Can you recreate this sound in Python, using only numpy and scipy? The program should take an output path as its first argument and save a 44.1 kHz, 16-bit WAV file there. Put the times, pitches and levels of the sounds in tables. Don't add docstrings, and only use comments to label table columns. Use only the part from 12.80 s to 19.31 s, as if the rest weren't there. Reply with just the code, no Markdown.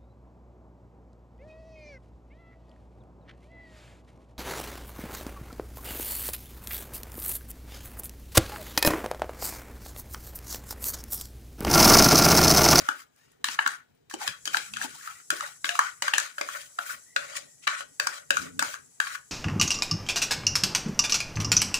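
import sys
import numpy as np
from scipy import signal
from scipy.fft import rfft, irfft, next_fast_len
from scipy.io import wavfile
from scipy.ndimage import uniform_filter1d, map_coordinates

SR = 44100
rng = np.random.default_rng(int(sys.argv[2]) if len(sys.argv) > 2 else 0)


def dump(signal):
    limited = np.clip(np.atleast_2d(signal).T, -1, 1)
    pcm = np.round(limited * 32767).astype(np.int16)
    wavfile.write(sys.argv[1], SR, pcm)


def decibels_to_gain(level_db):
    exponent = np.asarray(level_db, float) / 20
    return 10 ** exponent


N = 287091


def unit(x):
    return x / np.sqrt(np.mean(x ** 2) + 1e-20)


def along(points, hz):
    f, v = np.transpose(points)
    return np.interp(np.log(hz + 1), np.log(f + 1), v)


def curves(rows):
    s, *cols = np.transpose(rows)
    return [np.interp(np.arange(N) / SR, s, c) for c in cols]


def bell(t, s, spread_s):
    return np.exp(-.5 * ((t - s) / spread_s) ** 2)


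def filtered(x, response):
    n = x.shape[-1]
    m = next_fast_len(n + 8192)
    return irfft(rfft(x, m) * response(np.fft.rfftfreq(m, 1 / SR)), m)[..., :n]


def resonant(modes):
    def response(f):
        total = 0
        for k, (centre, width, db) in enumerate(modes):
            loss = 1j * f * width
            total = total + (-1) ** k * decibels_to_gain(db) * loss / (centre ** 2 - f * f + loss)
        return total
    return response


def coloured(x, spectrum):
    return unit(filtered(x, lambda hz: decibels_to_gain(along(spectrum, hz))))


def wobble(knots_per_s):
    knots = rng.standard_normal(int(N * knots_per_s / SR) + 4)
    return map_coordinates(knots, [np.arange(N) * knots_per_s / SR])


def grit(rough_db, alike, patchy_db):
    shared, *own = rng.standard_normal((3, N))
    mixed = np.sqrt(alike) * shared + np.sqrt(1 - alike) * np.array(own)
    z = signal.stft(mixed, nperseg=512)[2]
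    patches = uniform_filter1d(rng.standard_normal(z.shape[1:]), size=4, axis=0)
    patches = uniform_filter1d(patches, size=6, axis=1)
    slips = decibels_to_gain(rough_db * (wobble(60) + 0.11 * wobble(400)))
    return slips * signal.istft(z * decibels_to_gain(patchy_db * unit(patches)), nperseg=512)[1][:, :N]


def note(hz, t60, rise_s, t):
    x = np.sin(2 * np.pi * (hz * t + rng.random())) * (1 - np.exp(-t / rise_s)) ** 2 * decibels_to_gain(-60 * t / t60)
    return x / np.abs(x).max()


# (frequency [Hz], width [Hz], level [dB])
CUP_MODES = [(970, 37, -21), (1137, 87, 1.5), (1326, 230, 1.5), (1523, 165, 2), (1700, 200, -3),
             (1916, 300, 0)]
# (frequency [Hz], density [dB per Hz])
RASP_SPECTRUM = [(1290, -26), (2200, -5.5), (2790, -7), (3160, -8), (5610, -9), (6750, -5.5), (10600, -15),
                 (13600, -26), (14900, -17), (15550, -20.5), (15800, -59.5), (16500, -69.5)]
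# (time [s], level [dB])
DRYNESS_CURVE = [(0, 5), (.25, 11), (.7, 3), (1.4, 4), (2, 2.5), (2.3, 9), (2.8, 2), (3.4, -1.5),
                 (3.75, 6.5), (4.1, 11.5), (4.45, -1), (4.9, -9.5), (5.25, 4), (5.6, 3), (6.2, 3.5),
                 (6.51, 6)]
# (time [s], spread [s], body [dB], rasp [dB], hollow note [dB])
JUDDER_EVENTS = [(1.424, 0.016, -41.5, -40.5, -44), (1.752, 0.0081, -54, -36, -36.5),
                 (2.035, 0.017, -42.5, -36.5, -39.5), (2.157, 0.0073, -73, -64, -56.5),
                 (2.298, 0.027, -53, -54, -63.5), (4.14, 0.008, -40.5, -54, -73),
                 (4.57, 0.0055, -47, -34, -69.5), (0.401, 0.033, -76, -73.5, -92),
                 (2.66, 0.047, -70, -48.5, -59), (0.201, 0.021, -52, -53.5, -80.5),
                 (4.845, 0.012, -68, -51, -84), (4.999, 0.022, -40.5, -43.5, -63),
                 (1.45, 0.014, -50, -56, -47.5), (1.737, 0.0031, -51, -40, -65),
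                 (4.56, 0.0064, -46, -48, -72), (6.275, 0.0061, -38.5, -48, -58),
                 (6.353, .005, -33, -53, -56)]


def rubbing():
    t = np.arange(N) / SR
    coarse_t = t[::32]
    body_gain, rasp_gain, base_gain = [np.interp(t, coarse_t, g) for g in pressure_of(coarse_t)]
    pressure = np.array([decibels_to_gain(7.5) * body_gain, decibels_to_gain(10.5) * rasp_gain, 0 * t])
    for s, spread_s, *db in JUDDER_EVENTS:
        pressure = pressure + decibels_to_gain(db)[:, None] * bell(t, s, spread_s)

    body = ticks(depth=1.0) * grit(rough_db=2.0, alike=0.18, patchy_db=2.5)
    body = filtered(body, resonant(CUP_MODES))
    body = unit(filtered(body, resonant([(1450, 1400, 0)])))

    rasp = coloured(ticks(depth=0.8) * grit(rough_db=1.63, alike=0.069, patchy_db=2.5), RASP_SPECTRUM)
    air = filtered(rasp, lambda hz: 1 / (1 + (10500 / (hz + 1)) ** 8))
    rasp = rasp + (decibels_to_gain(*curves(DRYNESS_CURVE)) - 1) * air

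    rub = grit(rough_db=2.5, alike=0.62, patchy_db=2.5)
    hollow = filtered(rub, resonant([(800, 230, 0)]))
    hollow = unit(filtered(hollow, resonant([(840, 380, 0)])))
    base = filtered(rub, resonant([(578, 45, 0)]))
    base = unit(filtered(base, resonant([(578, 300, 0)])))
    return pressure[0] * body + pressure[1] * rasp + pressure[2] * hollow + decibels_to_gain(12.5) * base_gain * base


# (time [s], length [s], body [dB], rasp [dB], base note [dB])
DRAG_EVENTS = [(0.0, 0.14, -54.5, -57.5, -64), (0.637, 0.1, -51.5, -50.5, -85),
               (0.8, 0.15, -48.5, -57, -91.5), (1.301, 0.049, -62, -59, -86),
               (1.653, 0.23, -60, -56.5, -82), (1.937, 0.47, -61.5, -58.5, -86),
               (2.5, 0.096, -51.5, -52, -72), (2.845, 0.13, -50.5, -49, -70.5),
               (2.992, 0.092, -45, -52, -79.5), (3.212, 0.065, -46.5, -48.5, -59.5),
               (3.333, 0.1, -53, -52, -62.5), (3.585, 0.16, -79, -59, -66), (3.99, 0.052, -79, -61.5, -73),
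               (4.352, 0.21, -53, -57.5, -63.5), (4.86, 0.077, -42, -51, -61.5),
               (5.19, 0.18, -51.5, -55.5, -61), (5.503, 0.16, -53, -53, -64.5),
               (5.794, 0.14, -49.5, -51, -61), (6.184, 0.15, -50.5, -54, -86)]
# (peak time [s], swell [s], body [dB], rasp [dB], base note [dB])
PUSH_EVENTS = [(.52, 0.28, -82, -81.5, -99), (.78, 0.29, -76, -83, -88),
               (0.927, 0.17, -64.5, -64.5, -100.5), (1.468, 0.028, -44, -47.5, -64),
               (1.771, 0.012, -73, -52.5, -86), (2.259, 0.16, -58.5, -65.5, -88),
               (2.638, 0.026, -48, -66, -69.5), (3.455, 0.25, -54.5, -52.5, -86),
               (3.758, 0.16, -46.5, -56, -62.5), (3.815, 0.14, -72, -59, -97),
               (4.106, 0.13, -48.5, -52, -68), (4.587, 0.17, -68.5, -54, -62),
               (5.331, 0.023, -56.5, -64, -79), (5.925, 0.02, -70, -65, -95.5),
               (6.331, 0.059, -86, -69.5, -72)]
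GRIP_S, SWELL_DB = 0.00072, 28
EASE_DB_PER_S, LIFT_DB_PER_S, LET_GO_DB_PER_S = (15, 27, 46.5), (299.5, 386, 301), (218, 235, 180)


def pressure_of(t):
    ease, lift, let_go = (np.array(r)[:, None] for r in (EASE_DB_PER_S, LIFT_DB_PER_S, LET_GO_DB_PER_S))
    gain = 0
    knock_s = np.array([0] + [row[0] for row in FLAT_KNOCKS + SLANT_KNOCKS + TIP_KNOCKS])
    for near_s, length_s, *db in DRAG_EVENTS:
        s = knock_s[np.abs(knock_s - near_s).argmin()]
        fall_db = ease * np.clip(t - s, 0, length_s) + lift * np.maximum(t - s - length_s, 0)
        grip = np.clip((t - s) / GRIP_S + (s == 0), 0, 1)
        gain = gain + decibels_to_gain(np.array(db)[:, None] - fall_db) * grip
    for s, swell_s, *db in PUSH_EVENTS:
        fall_db = SWELL_DB * np.maximum(s - t, 0) / swell_s + let_go * np.maximum(t - s, 0)
        gain = gain + decibels_to_gain(np.array(db)[:, None] - fall_db)
    return gain


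def ticks(depth):
    ticks_per_s, tick_s = 260, .0012
    when, height = rng.random((2, N))
    jumps = (when < ticks_per_s / SR) * height
    return 1 + depth * signal.lfilter([1], [1, -np.exp(-1 / (tick_s * SR))], jumps)


def knocks():
    out, t = np.zeros((2, N + SR)), np.arange(4096) / SR
    spoon_knocks(out, t)
    base_knocks(out, t)
    film_snaps(out, t)
    return filtered(out[:, :N], lambda hz: (1j * hz / (1j * hz + 200)) ** 3)


# (time [s], peak [dB], wall note [Hz], upper notes [dB], crack [dB])
FLAT_KNOCKS = [(0.6424, -21, 1720, 2.5, 1.5), (0.6849, -31, 1896, 8, 0.5), (1.3109, -39, 1700, -13, 0.5),
               (1.3389, -39.5, 1630, 5, 10), (2.6071, -25.5, 1350, -8.5, -7.5),
               (2.953, -27.5, 1220, -1.5, -7), (3.28, -18.5, 1470, -8.5, -9),
               (3.6114, -24.5, 2150, -0.5, 0), (3.687, -28.5, 1400, -24, -7),
               (4.8747, -16.5, 1760, 0, -7.5), (5.2697, -20.5, 1540, -6.5, 2),
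               (5.9403, -31, 1566, -7.5, -6), (6.2695, -31, 1640, -1, -7),
               (6.3524, -32.5, 1700, -8.5, -13.5)]
SLANT_KNOCKS = [(0.0872, -17, 1387, -11.5, -12), (0.789, -14.5, 1690, -10.5, -44.5),
                (0.862, -17, 1437, -8, -15.5), (1.476, -26, 1700, 6.5, 2), (1.6747, -30, 1360, 0, 5),
                (1.936, -43, 1470, 11, 11), (1.968, -30.5, 1450, -4, 1), (2.2741, -29, 1330, -13, -14.5),
                (2.843, -22, 1546, -1, -38), (2.9906, -10.5, 1190, -22.5, -7),
                (3.2216, -25.5, 2010, 1.5, 7), (3.3365, -18.5, 1860, -2, -6.5),
                (3.3809, -19.5, 1694, -19, 4), (5.0063, -32, 1507, -2.5, -8.5), (5.1978, -21, 1700, -2, 2),
                (5.5686, -17, 1450, -9, -6), (5.7925, -22.5, 1530, -13, 6),
                (5.8243, -19.5, 1450, -13, -3.5), (6.2004, -16.5, 1567, -6, -8)]
TIP_KNOCKS = [(0.517, -76.5, 2000, 4, 11.5), (0.8746, -21, 1450, -13, -1), (1.2977, -54, 1850, -2, -23),
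              (1.6545, -42, 1700, 1.5, 18), (1.744, -17.5, 1470, -6.5, -20),
              (1.769, -21.5, 1610, -0.5, -0.5), (1.962, -41, 1730, 5.5, -19), (2.0139, -26, 1680, -22, -26),
              (2.5029, -17.5, 1440, -5.5, -4.5), (2.8553, -34, 1590, 3.5, 2.5), (2.8907, -20, 1660, -1, -3),
              (3.3993, -25.5, 1390, -12, 5), (3.5816, -27.5, 1450, -8, -12.5), (3.987, -19, 1370, -14, -18),
              (4.362, -18, 1450, -0.5, -7), (4.87, -26.5, 1470, 7.5, -15.5), (5.505, -17, 1580, -2.5, -2.5)]
# (frequency [Hz], density [dB per Hz])
CRACK_SPECTRUM = [(2650, -24.5), (4500, -13), (5690, -9), (7920, -9), (9530, -19.5), (11000, -13),
                  (12500, -33.5), (15100, -18), (15800, -22), (16500, -30)]


def spoon_knocks(out, t):
    wall_t60, snap = 0.011, 7.1
    for rows, lower_db in ((FLAT_KNOCKS, 1), (SLANT_KNOCKS, -3), (TIP_KNOCKS, -36.5)):
        for s, db, wall_hz, upper_db, crack_db in rows:
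            contact = rng.standard_normal((2, len(t))) * t / .0013 * np.exp(1 - t / 0.0013)
            contact[1, 60] += snap
            near = rng.uniform(-0.49, 1, 2)
            wall = note(wall_hz, wall_t60, .001, t)
            wall = wall + .35 * note(1550 + 250 * near[0], wall_t60, .001, t)
            lower = note(1150 + 70 * near[1], 0.022, 0.00099, t)
            upper = coloured(contact[0], [(2000, -17.0), (2500, -1.0), (4800, -8.5), (6000, -31.0)])
            crack = coloured(contact[1], CRACK_SPECTRUM)
            bright = decibels_to_gain(upper_db - 1.5) * upper / np.abs(upper).max()
            bright = bright + decibels_to_gain(crack_db + 6.0) * crack / np.abs(crack).max()
            blow = decibels_to_gain(db + 2.5) * (wall + decibels_to_gain(lower_db - 5.0) * lower + bright)
            add(out, s, blow + rim(s, t))


# (time [s], peak [dB], note [Hz], overtone [Hz], overtone level [dB])
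RIM_RINGS = [(0.0882, -32.5, 2940, 3440, 7), (0.6434, -27.5, 3160, 3780, 6), (0.6868, -36, 2770, 4090, 1),
             (0.7906, -18.5, 2910, 3780, -11), (0.8614, -22.5, 2150, 3690, -3),
             (0.8754, -34, 2980, 4500, -7.5), (1.3399, -31.5, 2990, 3780, -11.5),
             (1.4785, -27, 3200, 3930, 4.5), (1.6546, -36, 2990, 4460, 6), (1.6756, -20.5, 3170, 3360, -12),
             (1.7689, -22, 2020, 4010, -3.5), (1.9365, -27.5, 2660, 3310, -9), (1.9674, -33, 2540, 3400, 0),
             (2.5027, -21.5, 3100, 3270, 1), (2.8439, -19, 2110, 3800, -11), (2.8544, -26, 3350, 3300, -5),
             (2.8918, -22, 2770, 4000, -15), (2.9911, -28, 2220, 4600, -11),
             (3.2236, -21.5, 2990, 4420, -1), (3.2809, -30, 2280, 4100, -6),
             (3.3344, -7.5, 2750, 3610, -10), (3.3804, -24, 2610, 3750, -4),
             (3.6122, -19.5, 2324, 4900, -8), (3.9883, -34, 2730, 3670, -7), (4.363, -23, 2850, 3710, -0.5),
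             (4.8753, -20, 2280, 3790, -2), (5.1981, -16.5, 2570, 4520, -5.5),
             (5.2704, -25, 2320, 3860, -12), (5.5049, -14.5, 2657, 3695, -8),
             (5.5697, -25.5, 2410, 3850, -13), (5.7927, -22.5, 2660, 3590, 1),
             (5.8237, -23.5, 2220, 4980, 1), (6.2013, -27, 3040, 3780, -5), (6.2684, -38, 2220, 3920, -3)]


def rim(s, t):
    rim_t60, rim_db = .012, -4
    at, db, hz, over_hz, over_db = min(RIM_RINGS, key=lambda row: abs(row[0] - s))
    if abs(at - s) > .0035:
        return 0
    t = np.maximum(t - (at - s - .001), 0)
    notes = np.sin(2 * np.pi * hz * t) + decibels_to_gain(over_db) * np.sin(2 * np.pi * over_hz * t)
    shape = (1 - np.exp(-t / 0.0017)) ** 2 * decibels_to_gain(-60 * t / rim_t60)
    return decibels_to_gain(db + rim_db) * notes * shape / shape.max()


# (time [s], peak [dB], note [Hz], thud [dB])
BASE_KNOCKS = [(0.087, -32, 864, -13), (0.642, -41, 920, -19), (0.686, -32, 956, -24.5),
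               (0.79, -25, 894, -52), (0.859, -35, 840, -16), (1.339, -33.5, 800, -6),
               (1.674, -44.5, 585, -7), (1.767, -32.5, 863, -21), (2.011, -44, 820, -35),
               (2.045, -42.5, 796, 1), (2.525, -35.5, 592, -9.5), (2.842, -51, 1060, -3),
               (2.89, -36, 645, -27), (3.222, -29.5, 950, -28), (3.335, -27.5, 878, -49),
               (3.61, -29, 597, -19), (3.987, -35.5, 713, -25.5), (4.361, -34, 557, -33),
               (4.873, -24.5, 1104, -59), (5.004, -40, 572, -38), (5.199, -32, 576, -50),
               (5.269, -27.5, 1050, -30), (5.507, -27, 565, -25), (5.823, -26, 916, -18.5)]


def base_knocks(out, t):
    for s, db, hz, thud_db in BASE_KNOCKS:
        thud = decibels_to_gain(thud_db + 12.0) * note(rng.uniform(260, 344), 0.059, 0.00014, t)
        base = note(hz, 0.023 * (900 / hz) ** 3.5, 0.00031, t)
        add(out, s, decibels_to_gain(db + 2.0) * (base + thud))


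# (time [s], peak [dB], centre [Hz])
FILM_SNAPS = [
    (0.221, -51, 5000),
    (.362, -52, 8200),
    (.519, -53.5, 10360),
    (1.15, -63.5, 10800),
]


def film_snaps(out, t):
    for s, db, hz in FILM_SNAPS:
        puff = rng.standard_normal(len(t)) * np.exp(-t / .0015)
        add(out, s, decibels_to_gain(db) * filtered(puff, resonant([(hz, 0.22 * hz, 6)])))


def add(out, s, blow):
    echo_db = -5
    tail = echo(decibels_to_gain(echo_db) * blow[:1024] * np.exp(-np.arange(1024) / SR / .003))
    at, late = round(s * SR), rng.integers(-1, 2)
    out[0, at + late:][:len(blow)] += blow
    out[1, at:][:len(blow)] += blow
    out[:, at:][:, :tail.shape[1]] += tail


# (frequency [Hz], t60 [s])
KITCHEN_T60 = [(300, 0.32), (1000, 0.23), (1480, 0.23), (2100, 0.26), (4000, 0.25), (12000, 0.015)]


def echo(x):
    hz, t, z = signal.stft(rng.standard_normal((2, SR // 4)), SR, nperseg=256)
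    decay = decibels_to_gain(-60 * t / along(KITCHEN_T60, hz)[:, None])
    tail = signal.istft(z * decay, SR, nperseg=256)[1]
    return signal.fftconvolve(np.pad(x, (180, 0))[None], tail / np.linalg.norm(tail[0]), axes=1)


# (time [s], peak [dB], note [Hz], grit [dB])
NICK_EVENTS = [(.218, -42, 1360, -3.5), (1.388, -47, 1490, 6), (2.153, -47, 1470, -6),
               (2.21, -42, 1640, -8), (2.301, -34, 1310, -9.5), (2.4, -46, 1420, -8),
               (2.594, -42.5, 1700, 8.5), (2.6, -33.5, 1750, -12), (2.626, -30.5, 1120, -11.5),
               (2.662, -31.5, 1430, -9), (2.878, -40, 1600, 9), (3.75, -37.5, 1540, -7.5),
               (4.063, -36.5, 1520, -7.5), (4.093, -33, 1384, -10), (4.535, -38, 1280, -8.5),
               (4.5547, -36.5, 1900, 2.5), (4.5715, -34, 1830, 2), (2.9912, -14, 1680, -25),
               (.79, -18, 1300, -30), (.7905, -24, 2250, -30), (4.363, -23, 1900, -20),
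               (4.876, -19, 1880, -20)]


def nicks():
    out, t = np.zeros(N + SR), np.arange(1024) / SR
    for s, db, hz, grit_db in NICK_EVENTS:
        grain = rng.standard_normal(len(t)) * t / .0008 * np.exp(1 - t / 0.00063)
        grain = coloured(grain, CRACK_SPECTRUM)
        nick = note(hz, 0.015, .0008, t) + decibels_to_gain(grit_db) * grain / np.abs(grain).max()
        out[round(s * SR):][:len(t)] += decibels_to_gain(db) * nick
    return out[:N]


# (time [s], level [dB])
SQUEAL_CURVE = [
    (2.888, -90),
    (2.897, -42),
    (2.95, -42),
    (2.975, -49),
    (2.99, -93),
]


def squeal(hz):
    level_db = curves(SQUEAL_CURVE)[0] + 1.4 * wobble(50)
    return decibels_to_gain(level_db) * np.sin(2 * np.pi * np.cumsum(hz + 6 * wobble(45)) / SR)


# (frequency [Hz], width [Hz], level [dB])
PAN_MODES = [(1120, 14, -3.5), (1216, 6, -2.5), (1330, 26, -5.5), (1377, 14, -6), (1470, 10, 0),
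             (1590, 11, -8.5), (1700, 4.7, -10.5), (1905, 5.5, 1), (1930, 20, -5), (2160, 6.4, -2.5),
             (2750, 20, 2.5), (2780, 7.6, -5), (2990, 5.1, -12)]


def pan_ringing(cup):
    return decibels_to_gain(-3) * filtered(cup, resonant(PAN_MODES))


# (time [s], level [dB], pitch [Hz])
PAN_SONG = [(.33, -85, 1600), (.4, -69, 1700), (.46, -75.5, 1950), (.6, -80, 1900), (.7, -90.5, 1900),
            (2.33, -81.5, 1950), (2.36, -52, 1960), (2.43, -69, 1960), (2.47, -90.5, 1960),
            (4.15, -90.5, 1843), (4.2, -76, 1850), (4.26, -67, 1880), (4.33, -59, 2000), (4.7, -64, 1900),
            (4.78, -78.5, 1900), (4.84, -61, 1960), (4.9, -82, 1960)]
# (frequency [Hz], width [Hz], level [dB])
SPOON_MODES = [(2770, 60, -2), (3780, 35, -5), (5150, 50, -4.5), (6640, 44, -3), (8040, 40, -6)]


def songs():
    brush_s, brush_spread_s, brush_db = .44, .055, -73
    t, (db, hz) = np.arange(N) / SR, curves(PAN_SONG)
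    turns = 2 * np.pi * np.cumsum(hz) / SR
    pan = decibels_to_gain(db - 2.5) * (wobble(220) * np.sin(turns) + wobble(220) * np.cos(turns))
    bowl = unit(filtered(rng.standard_normal(N), resonant(SPOON_MODES)))
    return pan + decibels_to_gain(brush_db) * bell(t, brush_s, brush_spread_s) * bowl


# (time [s], level [dB])
SIZZLE_CURVE = [(0, -78), (.2, -83), (.43, -94.5), (1.34, -93.5), (1.49, -78), (1.7, -58.5), (2.3, -65.5),
                (2.6, -63.5), (3.17, -64.5), (3.45, -69), (3.62, -63.5), (4.15, -65), (4.48, -68.5),
                (5.1, -67.5), (5.93, -68), (6.25, -69.5), (6.51, -68.5)]
# (frequency [Hz], density [dB per Hz])
SIZZLE_SPECTRUM = [(1470, -75), (2500, -28.5), (5290, -10.5), (5730, -6), (7860, 0.5), (9130, -11),
                   (10700, -4), (12900, -25.5), (15500, -16.5), (15800, -53)]


def sizzle():
    sizzle_db, = curves(SIZZLE_CURVE)
    return decibels_to_gain(sizzle_db + 8.5) * coloured(grit(rough_db=-1.1, alike=0.048, patchy_db=2), SIZZLE_SPECTRUM)


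# (frequency [Hz], density [dB per Hz])
RUMBLE_SPECTRUM = [(15, -62.5), (25, -33), (51, -20.5), (156, -7), (203, -18), (257, -10.5), (292, -13.5),
                   (331, -16), (458, -8), (500, -14), (650, -49.5), (1100, -120)]
# (time [s], spread [s], level [dB])
COUNTER_BUMPS = [(0, 0.023, -54.5), (1.49, 0.017, -59), (1.7, 0.047, -72), (1.99, 0.055, -75),
                 (2.53, 0.018, -63), (4.15, 0.027, -73), (2.12, 0.067, -76), (2.75, .03, -86),
                 (4.43, 0.06, -75.5), (5.1, 0.048, -76.5), (6, 0.035, -73), (4.66, 0.04, -69),
                 (5.65, 0.068, -55), (5.82, 0.046, -68)]


def rumble():
    t, shake = np.arange(N) / SR, decibels_to_gain(-75.5)
    for s, spread_s, db in COUNTER_BUMPS:
        shake = shake + decibels_to_gain(db) * bell(t, s, spread_s)
    return decibels_to_gain(4) * shake * coloured(grit(rough_db=.8, alike=.85, patchy_db=3), RUMBLE_SPECTRUM)


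# (full from [s], full to [s], pitch [Hz], level [dB])
DRONE_EVENTS = [
    (1.93, 1.982, 219, -52.5),
    (5.612, 5.67, 263.3, -47.5),
    (5.743, 5.8, 267.7, -48),
]


def drones():
    in_db_per_s, out_db_per_s = 347, 298
    t = np.arange(N) / SR
    start, end, drone_hz, full_db = np.transpose(DRONE_EVENTS)[..., None]
    levels = full_db - in_db_per_s * np.maximum(start - t, 0) - out_db_per_s * np.maximum(t - end, 0)
    hz, db = drone_hz[levels.argmax(axis=0), 0], levels.max(axis=0)
    turns = 2 * np.pi * np.cumsum(hz + 8 * wobble(42)) / SR
    hum = 0
    for ratio, level_db in ((1, 0), (.67, -5), (.36, -15), (1.6, -17)):
        hum = hum + decibels_to_gain(2.5 * wobble(40) + level_db) * np.sin(ratio * turns + wobble(35))
    return decibels_to_gain(db) * hum


# (frequency [Hz], density [dB per Hz])
HISS_SPECTRUM = [(240, -49.5), (420, -13.5), (700, -12.5), (4000, -21.5), (11000, -34.5), (13200, -42.5),
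                 (14300, -22.5), (15500, -20.5), (15800, -56)]


def hiss():
    return decibels_to_gain(-74.0) * coloured(grit(rough_db=-1.8, alike=0.046, patchy_db=1.0), HISS_SPECTRUM)


def counter_bounce(left):
    delay_s, share, low_hz, high_hz = .00127, .5, 550, 4500

    def response(hz):
        copy = share / (1 + (low_hz / (hz + 1)) ** 4) / (1 + (hz / high_hz) ** 2)
        return (1 + copy * np.exp(-2j * np.pi * hz * delay_s)) / np.sqrt(1 + copy ** 2)
    return filtered(left, response)


def scene():
    lag = 46
    cup = rubbing() + knocks() + nicks()
    background = songs() + sizzle() + rumble() + drones() + hiss()
    left, right = cup + squeal(hz=705) + pan_ringing(cup) + background
    left = counter_bounce(left)
    return np.array([np.roll(left, lag // 2), np.roll(right, -lag // 2)])


def low_pass(x):
    return signal.sosfilt(signal.butter(12, 16660, fs=SR, output="sos"), x)


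# (frequency [Hz], gain [dB])
TREBLE_RESPONSE = [(11800, 1.5), (13600, -2), (14500, 0), (15500, 3.5), (15900, -12.5)]
# (frequency [Hz], difference [dB])
MIC_BALANCE = [(120, 5), (330, -1), (560, 3), (800, -2), (1600, 6), (2000, 6.5), (6500, 5.5), (9000, 0),
               (15000, -.5)]


def record(dry):
    top_hz = 16660
    side = np.array([[.5], [-.5]])

    def response(hz):
        return decibels_to_gain(along(TREBLE_RESPONSE, hz) + side * along(MIC_BALANCE, hz)) * (hz < top_hz)
    mics = filtered(dry, response)
    return low_pass(mics)


dry = scene()
out = record(dry)
dump(out)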